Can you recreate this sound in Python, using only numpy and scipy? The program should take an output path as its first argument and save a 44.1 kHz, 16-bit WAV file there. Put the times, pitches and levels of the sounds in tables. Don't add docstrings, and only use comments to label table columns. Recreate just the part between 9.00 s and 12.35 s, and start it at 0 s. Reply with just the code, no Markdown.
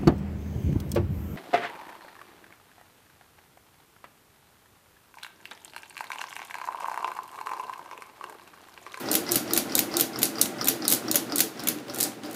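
import sys
import numpy as np
from scipy import signal
from scipy.fft import rfft, irfft
from scipy.io import wavfile
from scipy.ndimage import uniform_filter1d

SR = 44100
rng = np.random.default_rng(int(sys.argv[2]) if len(sys.argv) > 2 else 0)


def int16_out(signal):
    q = np.round(np.clip(np.atleast_2d(signal).T, -1, 1) * 32767)
    wavfile.write(sys.argv[1], SR, q.astype(np.int16))


def boost(x):
    u = np.asarray(x, float) / 20
    return 10 ** u


N = 147735

# start in seconds, peak in dB.
FEED_LIFTS = [(0.0595, -34), (0.2649, -29), (0.477, -35), (0.6958, -33), (0.9125, -32.5), (1.1334, -39),
              (1.3555, -35), (1.585, -35), (1.822, -29.5), (2.0592, -44), (2.2978, -38.5), (2.5745, -44),
              (2.8833, -45), (3.235, -41)]
# start in seconds, peak in dB.
FEED_PUSHES = [(0.0867, -21.5), (0.2907, -21.5), (0.5077, -22.5), (0.7212, -25), (0.94, -20), (1.1591, -26),
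               (1.3833, -24.5), (1.612, -19), (1.8511, -21.5), (2.0822, -25), (2.3216, -21),
               (2.5945, -26.5), (2.8977, -28), (3.2514, -34)]
# start in seconds, peak in dB.
SHUTTLE_CLACKS = [(0.1141, -6), (0.3185, -3), (0.5347, -5.5), (0.7523, -4), (0.9683, -7), (1.1888, -16),
                  (1.4134, -1), (1.644, -15), (1.8797, -2.5), (2.1132, -7.5), (2.3583, -8), (2.636, -23),
                  (2.9457, -20.5), (3.3113, -27)]
# start in seconds, peak in dB.
SHUTTLE_RATTLES = [(.1400, -13.5), (.3445, -16.5), (.5632, -13), (.7790, -12), (.9971, -10), (1.2175, -16),
                   (1.4571, -18.5), (1.6725, -11), (1.9111, -14), (2.144, -13.5), (2.391, -11.5),
                   (2.6718, -11.5), (2.9908, -23), (3.3444, -26.5)]
# start in seconds, peak in dB.
TAKEUP_SLAPS = [(0.1523, 1), (0.3567, 0.5), (0.5755, 0.5), (0.791, -0.5), (1.0091, 0), (1.2302, 0.5),
                (1.6839, 1.5), (1.9232, 0), (2.1564, 1), (2.4041, 1), (2.6855, -2.5), (3.0028, -7)]
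# start in seconds, peak in dB.
SPRING_TICKS = [(.2838, -29), (.4998, -32), (.7153, -35), (.9318, -34), (1.154, -40), (1.384, -29),
                (1.611, -27.5), (1.8432, -29), (2.0736, -40), (2.3151, -37), (2.593, -31), (2.8827, -47),
                (2.8963, -34), (3.2331, -45), (3.252, -42)]
# start in seconds, peak in dB.
STRAY_CLICKS = [(.13, -9), (.3127, -18), (.3787, -25), (.5546, -19), (.773, -22), (.9908, -15),
                (1.238, -13), (1.2548, -10.5), (1.6556, -14), (1.8992, -10), (1.9031, -7.5), (1.916, -9),
                (1.9354, -6.5), (1.9477, -12.5), (2.3674, -18), (2.382, -4.5), (2.4357, -21), (2.7995, -41),
                (2.9383, -28), (2.9594, -20), (2.9776, -23), (2.986, -16), (3.0086, -5.5), (3.0185, -18),
                (3.029, -6), (3.037, -8), (3.261, -32), (3.299, -37), (3.33, -29)]
# start in seconds, peak in dB.
CRANK_TICKS = [
    (2.786, -33),
    (2.848, -47),
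    (2.8823, -33),
    (3.118, -37),
    (3.2345, -31),
]

# frequency in Hz, density in dB per Hz.
FEED_SPECTRUM = [(530, -11), (1300, 4), (2660, -19.5), (5190, 7.5), (7040, -13), (9900, -25),
                 (11600, -17.5), (15200, -31), (16500, -33)]
CLACK_SPECTRUM = [(530, -34), (900, -27.5), (2410, -24), (3270, -15.5), (3920, -6.5), (5650, -5.5),
                  (8980, -2.5), (15200, -3), (16500, -10.5)]
RATTLE_SPECTRUM = [(530, -20), (900, -8), (3780, 0.5), (6080, -5.5), (7040, 6), (7660, -6), (13100, 1.5),
                   (15500, -7), (16500, -3)]
SLAP_SPECTRUM = [(600, -30), (1500, -13.5), (3000, -8), (6300, -5), (8300, -7), (10400, -1.5), (13600, 0.5),
                 (16500, -3.5)]
SPRING_SPECTRUM = [(1500, 2.5), (4000, 1), (9000, -7), (15000, 2)]
CRANK_SPECTRUM = [(700, -5), (3600, 4), (15000, -17)]
# frequency in Hz, level in dB over the contact's spectrum, T60 in seconds.
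FEED_RESONANCES = [(4850, 2, .03), (5120, 5, .045), (5750, 5, .02), (6100, 2, .02), (2040, 8, .06),
                   (1400, 1, .03)]
CLACK_RESONANCES = [(3850, 3, .03), (4200, 4, .03), (4480, 3, .03), (9100, 2, .03), (6950, 1, .03)]
SLAP_RESONANCES = [(10050, 6, .04), (10290, 9, .04), (7030, 4, .03), (4840, 4, .04), (13250, 3, .03),
                   (13730, 5, .04), (8000, 2, .05)]
SPRING_RESONANCES = [(10150, 13, .04), (10450, 11, .03)]

# start in seconds, peak in dB, frequency in Hz.
LOW_BASE_KNOCKS = [(0.032, -29.5, 328), (0.099, -22, 317.7), (0.16, -21, 313.4), (0.299, -22.5, 343),
                   (0.362, -36, 242), (0.4, -27, 307), (0.52, -21, 326), (0.569, -24.5, 282),
                   (0.8, -21, 325.5), (0.863, -26, 350.5), (0.948, -22, 337), (1.232, -31, 214),
                   (1.316, -26, 324), (1.727, -25.5, 347), (1.824, -29, 307.5), (1.912, -25.5, 330.4),
                   (2.074, -20, 318), (2.149, -25, 281), (2.208, -26, 326), (2.279, -35, 325),
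                   (2.323, -19.5, 294), (2.393, -24, 332.4), (2.628, -36, 307), (2.748, -25, 306),
                   (3.011, -27, 302), (3.235, -25, 301)]
MID_BASE_KNOCKS = [(0.091, -24, 419), (0.134, -24, 580), (0.181, -28, 463), (0.295, -27.5, 710),
                   (0.338, -37, 468), (0.375, -43, 436), (0.51, -27, 429), (0.591, -34, 609),
                   (0.75, -26, 537), (0.82, -27.5, 520), (0.93, -30, 583), (0.967, -35, 625),
                   (1.003, -33, 454), (1.216, -28, 445), (1.375, -30.5, 444), (1.411, -26, 593),
                   (1.613, -31, 440), (1.669, -30, 465), (1.704, -23.5, 442), (1.824, -29.5, 783),
                   (2.139, -20, 582), (2.323, -30, 720), (2.438, -25, 442), (2.769, -36, 397),
                   (2.883, -28.5, 573), (2.978, -30, 392)]
# start in seconds, peak in dB, frequency in Hz.
FEED_BAR_CHIRPS = [(0.0528, -35, 1930), (0.1416, -34, 2040), (0.2713, -33, 2025), (0.6868, -39, 2050),
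                   (0.7816, -37, 1980), (0.8889, -39, 2100), (1.1403, -38, 2120), (1.4057, -45, 2090),
                   (1.5883, -35, 2080), (1.6766, -32, 2030), (1.8053, -42, 1940), (2.0438, -52, 2150),
                   (2.144, -39, 2060), (2.385, -37, 2020), (2.6728, -32, 2240), (3.0031, -38, 2110)]
# frequency in Hz, level in dB, T60 in seconds.
BASE_RESONANCES = [(121, -9, 0.14), (175, -12, 0.11), (213.4, -6, 0.23), (261.7, -0.5, 0.098),
                   (281, -5.5, 0.15), (324.9, -2.5, 0.22), (382, -9, 0.044), (450.7, -7.5, 0.2),
                   (520, -11, 0.086), (585.7, -3.5, 0.087), (718, -4, 0.058), (784, -9, 0.2),
                   (1430, 3.5, 0.012), (1970, -16, 0.11)]
# time in seconds, level in dB.
CRANK_FORCE = [(0.0, -29.5), (0.14, -30.5), (0.2, -32), (1.01, -32), (1.09, -35.5), (1.25, -33.5),
               (2.02, -33.5), (2.15, -33), (2.3, -34), (2.33, -34.5), (2.52, -36.5), (2.74, -36),
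               (2.86, -40), (2.89, -37.5), (3.06, -34), (3.22, -42), (3.25, -36), (3.35, -42)]
# frequency in Hz, density in dB per Hz.
WHIRR_SPECTRUM = [(24, -42), (40, -34.5), (308, -2), (523, -13.5), (2900, -23), (5050, -28), (13500, -38),
                  (15300, -37), (16500, -34)]
# frequency in Hz, density in dB per Hz.
GEAR_TICK_SPECTRUM = [(300, -8), (700, 0), (2000, -3), (5000, -13), (15000, -24)]


def train(s, gains):
    out = np.full(N, 1e-18)
    np.add.at(out, np.clip((np.asarray(s) * SR).astype(int), 0, N - 1), gains)
    return out


def ring(x, hz, t60):
    radius, angle = boost(-60 / (t60 * SR)), 2 * np.pi * hz / SR
    return signal.lfilter([0, np.sin(angle)], [1, -2 * radius * np.cos(angle), radius * radius], x)


def colour(x, points):
    hz, db = np.transpose(points)
    grid_hz = np.linspace(1, SR / 2, 2049)
    log_gain = np.log(boost(np.interp(np.log(grid_hz), np.log(hz), db)))
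    cepstrum = irfft(log_gain)
    cepstrum[1:2048] *= 2
    cepstrum[2049:] = 0
    pulse = irfft(np.exp(rfft(cepstrum)))
    return signal.fftconvolve(x, pulse / np.linalg.norm(pulse))[:N]


def strength(mean_db):
    return mean_db * np.minimum(rng.exponential(1, N), 3)


def burst_envelope(seconds, rise_s, t60):
    t = np.arange(int(seconds * SR)) / SR
    return (1 - np.exp(-t / rise_s)) * boost(-60 * t / t60)


def room_wash(hits):
    decay = boost(-18) * burst_envelope(0.5, rise_s=0.0026, t60=0.23)
    energy = signal.fftconvolve(hits ** 2, decay ** 2)[:N]
    wash = np.sqrt(np.abs(energy)) * rng.standard_normal(N)
    return signal.sosfilt(signal.butter(1, 7760, fs=SR, output="sos"), wash)


def contact(rows, tone, gain_db, crack_db, rise_s, t60, bounces, modes=()):
    s, db = np.transpose(rows)
    hits = train(s, boost(db + gain_db))
    for after_s, loss_db in bounces:
        bounce_s = s + after_s * rng.uniform(1.0, 1.19, len(s))
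        bounce_db = db + gain_db + loss_db + rng.normal(0, 3.1, len(s))
        hits = hits + train(bounce_s, boost(bounce_db))
    impacts = rng.choice([-1.645, 0.032, 0.021, 0.076, 1.58], N) * boost(strength(3.74) - 5)
    burst = signal.fftconvolve(hits, burst_envelope(0.5, rise_s, t60))[:N] * impacts
    crack = signal.lfilter([1, -0.88], [1], train(s + rise_s, boost(db + crack_db)))
    out = colour(burst + crack + room_wash(hits), tone)
    ringing = 0
    for hz, boost_db, mode_t60 in modes:
        unit_peak = 2 * (1 - boost(-60 / (mode_t60 * SR)))
        ringing = ringing + unit_peak * boost(boost_db) * ring(out, hz, mode_t60)
    return out + ringing


def iron_contacts():
    # (delay s, level dB)
    metal = (contact(TAKEUP_SLAPS, SLAP_SPECTRUM, -2, 1.5, 0.0004, 0.009, [(0.003, -9)], SLAP_RESONANCES)
             + contact(SHUTTLE_CLACKS, CLACK_SPECTRUM, -2.03, -0.39, 0.0003, 0.0086,
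                       [(0.0013, -9), (0.0055, -17)], CLACK_RESONANCES)
             + contact(SHUTTLE_RATTLES, RATTLE_SPECTRUM, -5.0, -5, 0.00025, 0.026, [(0.002, -14)])
             + contact(FEED_PUSHES, FEED_SPECTRUM, 0.78, 2.3, 0.00025, 0.011, [(0.004, -13.5)], FEED_RESONANCES)
             + contact(FEED_LIFTS, FEED_SPECTRUM, 8, 2, 0.00033, 0.0058, [(0.006, -33)], FEED_RESONANCES)
             + contact(SPRING_TICKS, SPRING_SPECTRUM, -1.5, -16, 0.00081, 0.018, [(0.008, 3.5)],
                       SPRING_RESONANCES)
             + contact(STRAY_CLICKS, CLACK_SPECTRUM, -1.5, -7, 0.00029, 0.0075, [(0.003, -13)])
             + contact(CRANK_TICKS, CRANK_SPECTRUM, 0.0, -3, 0.0004, 0.015, []))
    echo_s, echo_db = 0.013, -15
    echo = np.r_[np.zeros(int(echo_s * SR)), metal][:N]
    return metal + boost(echo_db) * echo


def knocks(rows, gain_db, rise_s, t60):
    out, t = np.zeros(N + SR), np.arange(SR // 4) / SR
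    shape = burst_envelope(0.25, rise_s, t60)
    for s, db, hz in rows:
        start, bend = rng.uniform(-0.99, 1, 2)
        phase = 2 * np.pi * hz * t * (1 + 0.39 * bend * t) + np.pi * start
        i = int(s * SR)
        out[i:i + len(t)] += boost(db + gain_db) * shape * np.sin(phase)
    return out[:N]


def backlash():
    return (knocks(LOW_BASE_KNOCKS, 0.4, 0.012, 0.18) + knocks(MID_BASE_KNOCKS, 0.37, 0.0071, 0.1)
            + knocks(FEED_BAR_CHIRPS, 0.5, 0.0045, 0.11))


def crank_load_db():
    swell_db, swell_at = 2.5, 0.33
    t, lifts = np.arange(N) / SR, np.transpose(FEED_LIFTS)[0]
    before, after = 2 * lifts[0] - lifts[1], 2 * lifts[-1] - lifts[-2]
    lifts = np.r_[before, lifts, after]
    turn = np.interp(t, lifts, np.arange(len(lifts)))
    force = np.interp(t, *np.transpose(CRANK_FORCE))
    return force + swell_db * np.cos(2 * np.pi * (turn - swell_at))


def base_response(force):
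    out = 0
    for k, (hz, db, t60) in enumerate(BASE_RESONANCES):
        out = out + boost(db) * (-1) ** k * ring(force, hz, t60)
    return out


def base(load):
    teeth_per_s, rumble_db, push_db, slap_db = 500, -4, -21.5, -34
    meets = rng.random(N) < teeth_per_s / SR
    teeth = meets * boost(strength(2.9)) * rng.choice([-1, 1], N)
    rumble = base_response(boost(load) * teeth)
    rumble = rumble / np.sqrt(np.mean(rumble ** 2) + 1e-20)
    push_s, push_peak = np.transpose(FEED_PUSHES)
    slap_s, slap_peak = np.transpose(TAKEUP_SLAPS)
    thuds = train(push_s, boost(push_peak + push_db)) + train(slap_s, boost(slap_peak + slap_db))
    return boost(rumble_db + load.mean()) * rumble + base_response(thuds)


def whirr(load):
    level_db, follows = -3.5, 0.83
    level = level_db + load.mean() + follows * (load - load.mean())
    return boost(level) * colour(rng.standard_normal(N), WHIRR_SPECTRUM)


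def gear_ticks(load):
    ticks_per_s, level_db = 60, -43.5
    born = (rng.random(N) < ticks_per_s / SR) * boost(strength(1.6) + load - load.mean())
    envelope = signal.lfilter([1], [1, -0.985], born)
    return boost(level_db) * colour(envelope * rng.standard_normal(N), GEAR_TICK_SPECTRUM)


def last_slap_tail():
    level_db, t60 = -38, 0.17
    decay = boost(level_db - 60 * np.arange(N) / SR / t60)
    return decay * colour(rng.standard_normal(N), SLAP_SPECTRUM)


def scene():
    load = crank_load_db()
    mix = iron_contacts() + backlash() + base(load) + whirr(load) + gear_ticks(load) + last_slap_tail()
    return mix[None, :]


def low_pass(x, hz):
    return signal.sosfilt(signal.cheby2(12, 60, hz, fs=SR, output="sos"), x)


def roll_off(x):
    return signal.sosfilt(signal.butter(12, 16970, fs=SR, output="sos"), x)


def record(dry):
    steady_cut_hz, top_db, gate_db = 16000, -15, -62
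    dry = 1.267 * np.tanh(dry / 1.333)
    dry = signal.sosfilt(signal.butter(2, 59, "high", fs=SR, output="sos"), dry)
    body = low_pass(dry, steady_cut_hz * 1.02)
    top = signal.sosfilt(signal.butter(8, steady_cut_hz, "high", fs=SR, output="sos"), dry)
    power = uniform_filter1d(top ** 2, size=300)
    top = top * power / (power + boost(2 * gate_db))
    mix = low_pass(body + boost(top_db) * top, 17350)
    return roll_off(mix)


dry = scene()
out = record(dry)
int16_out(out)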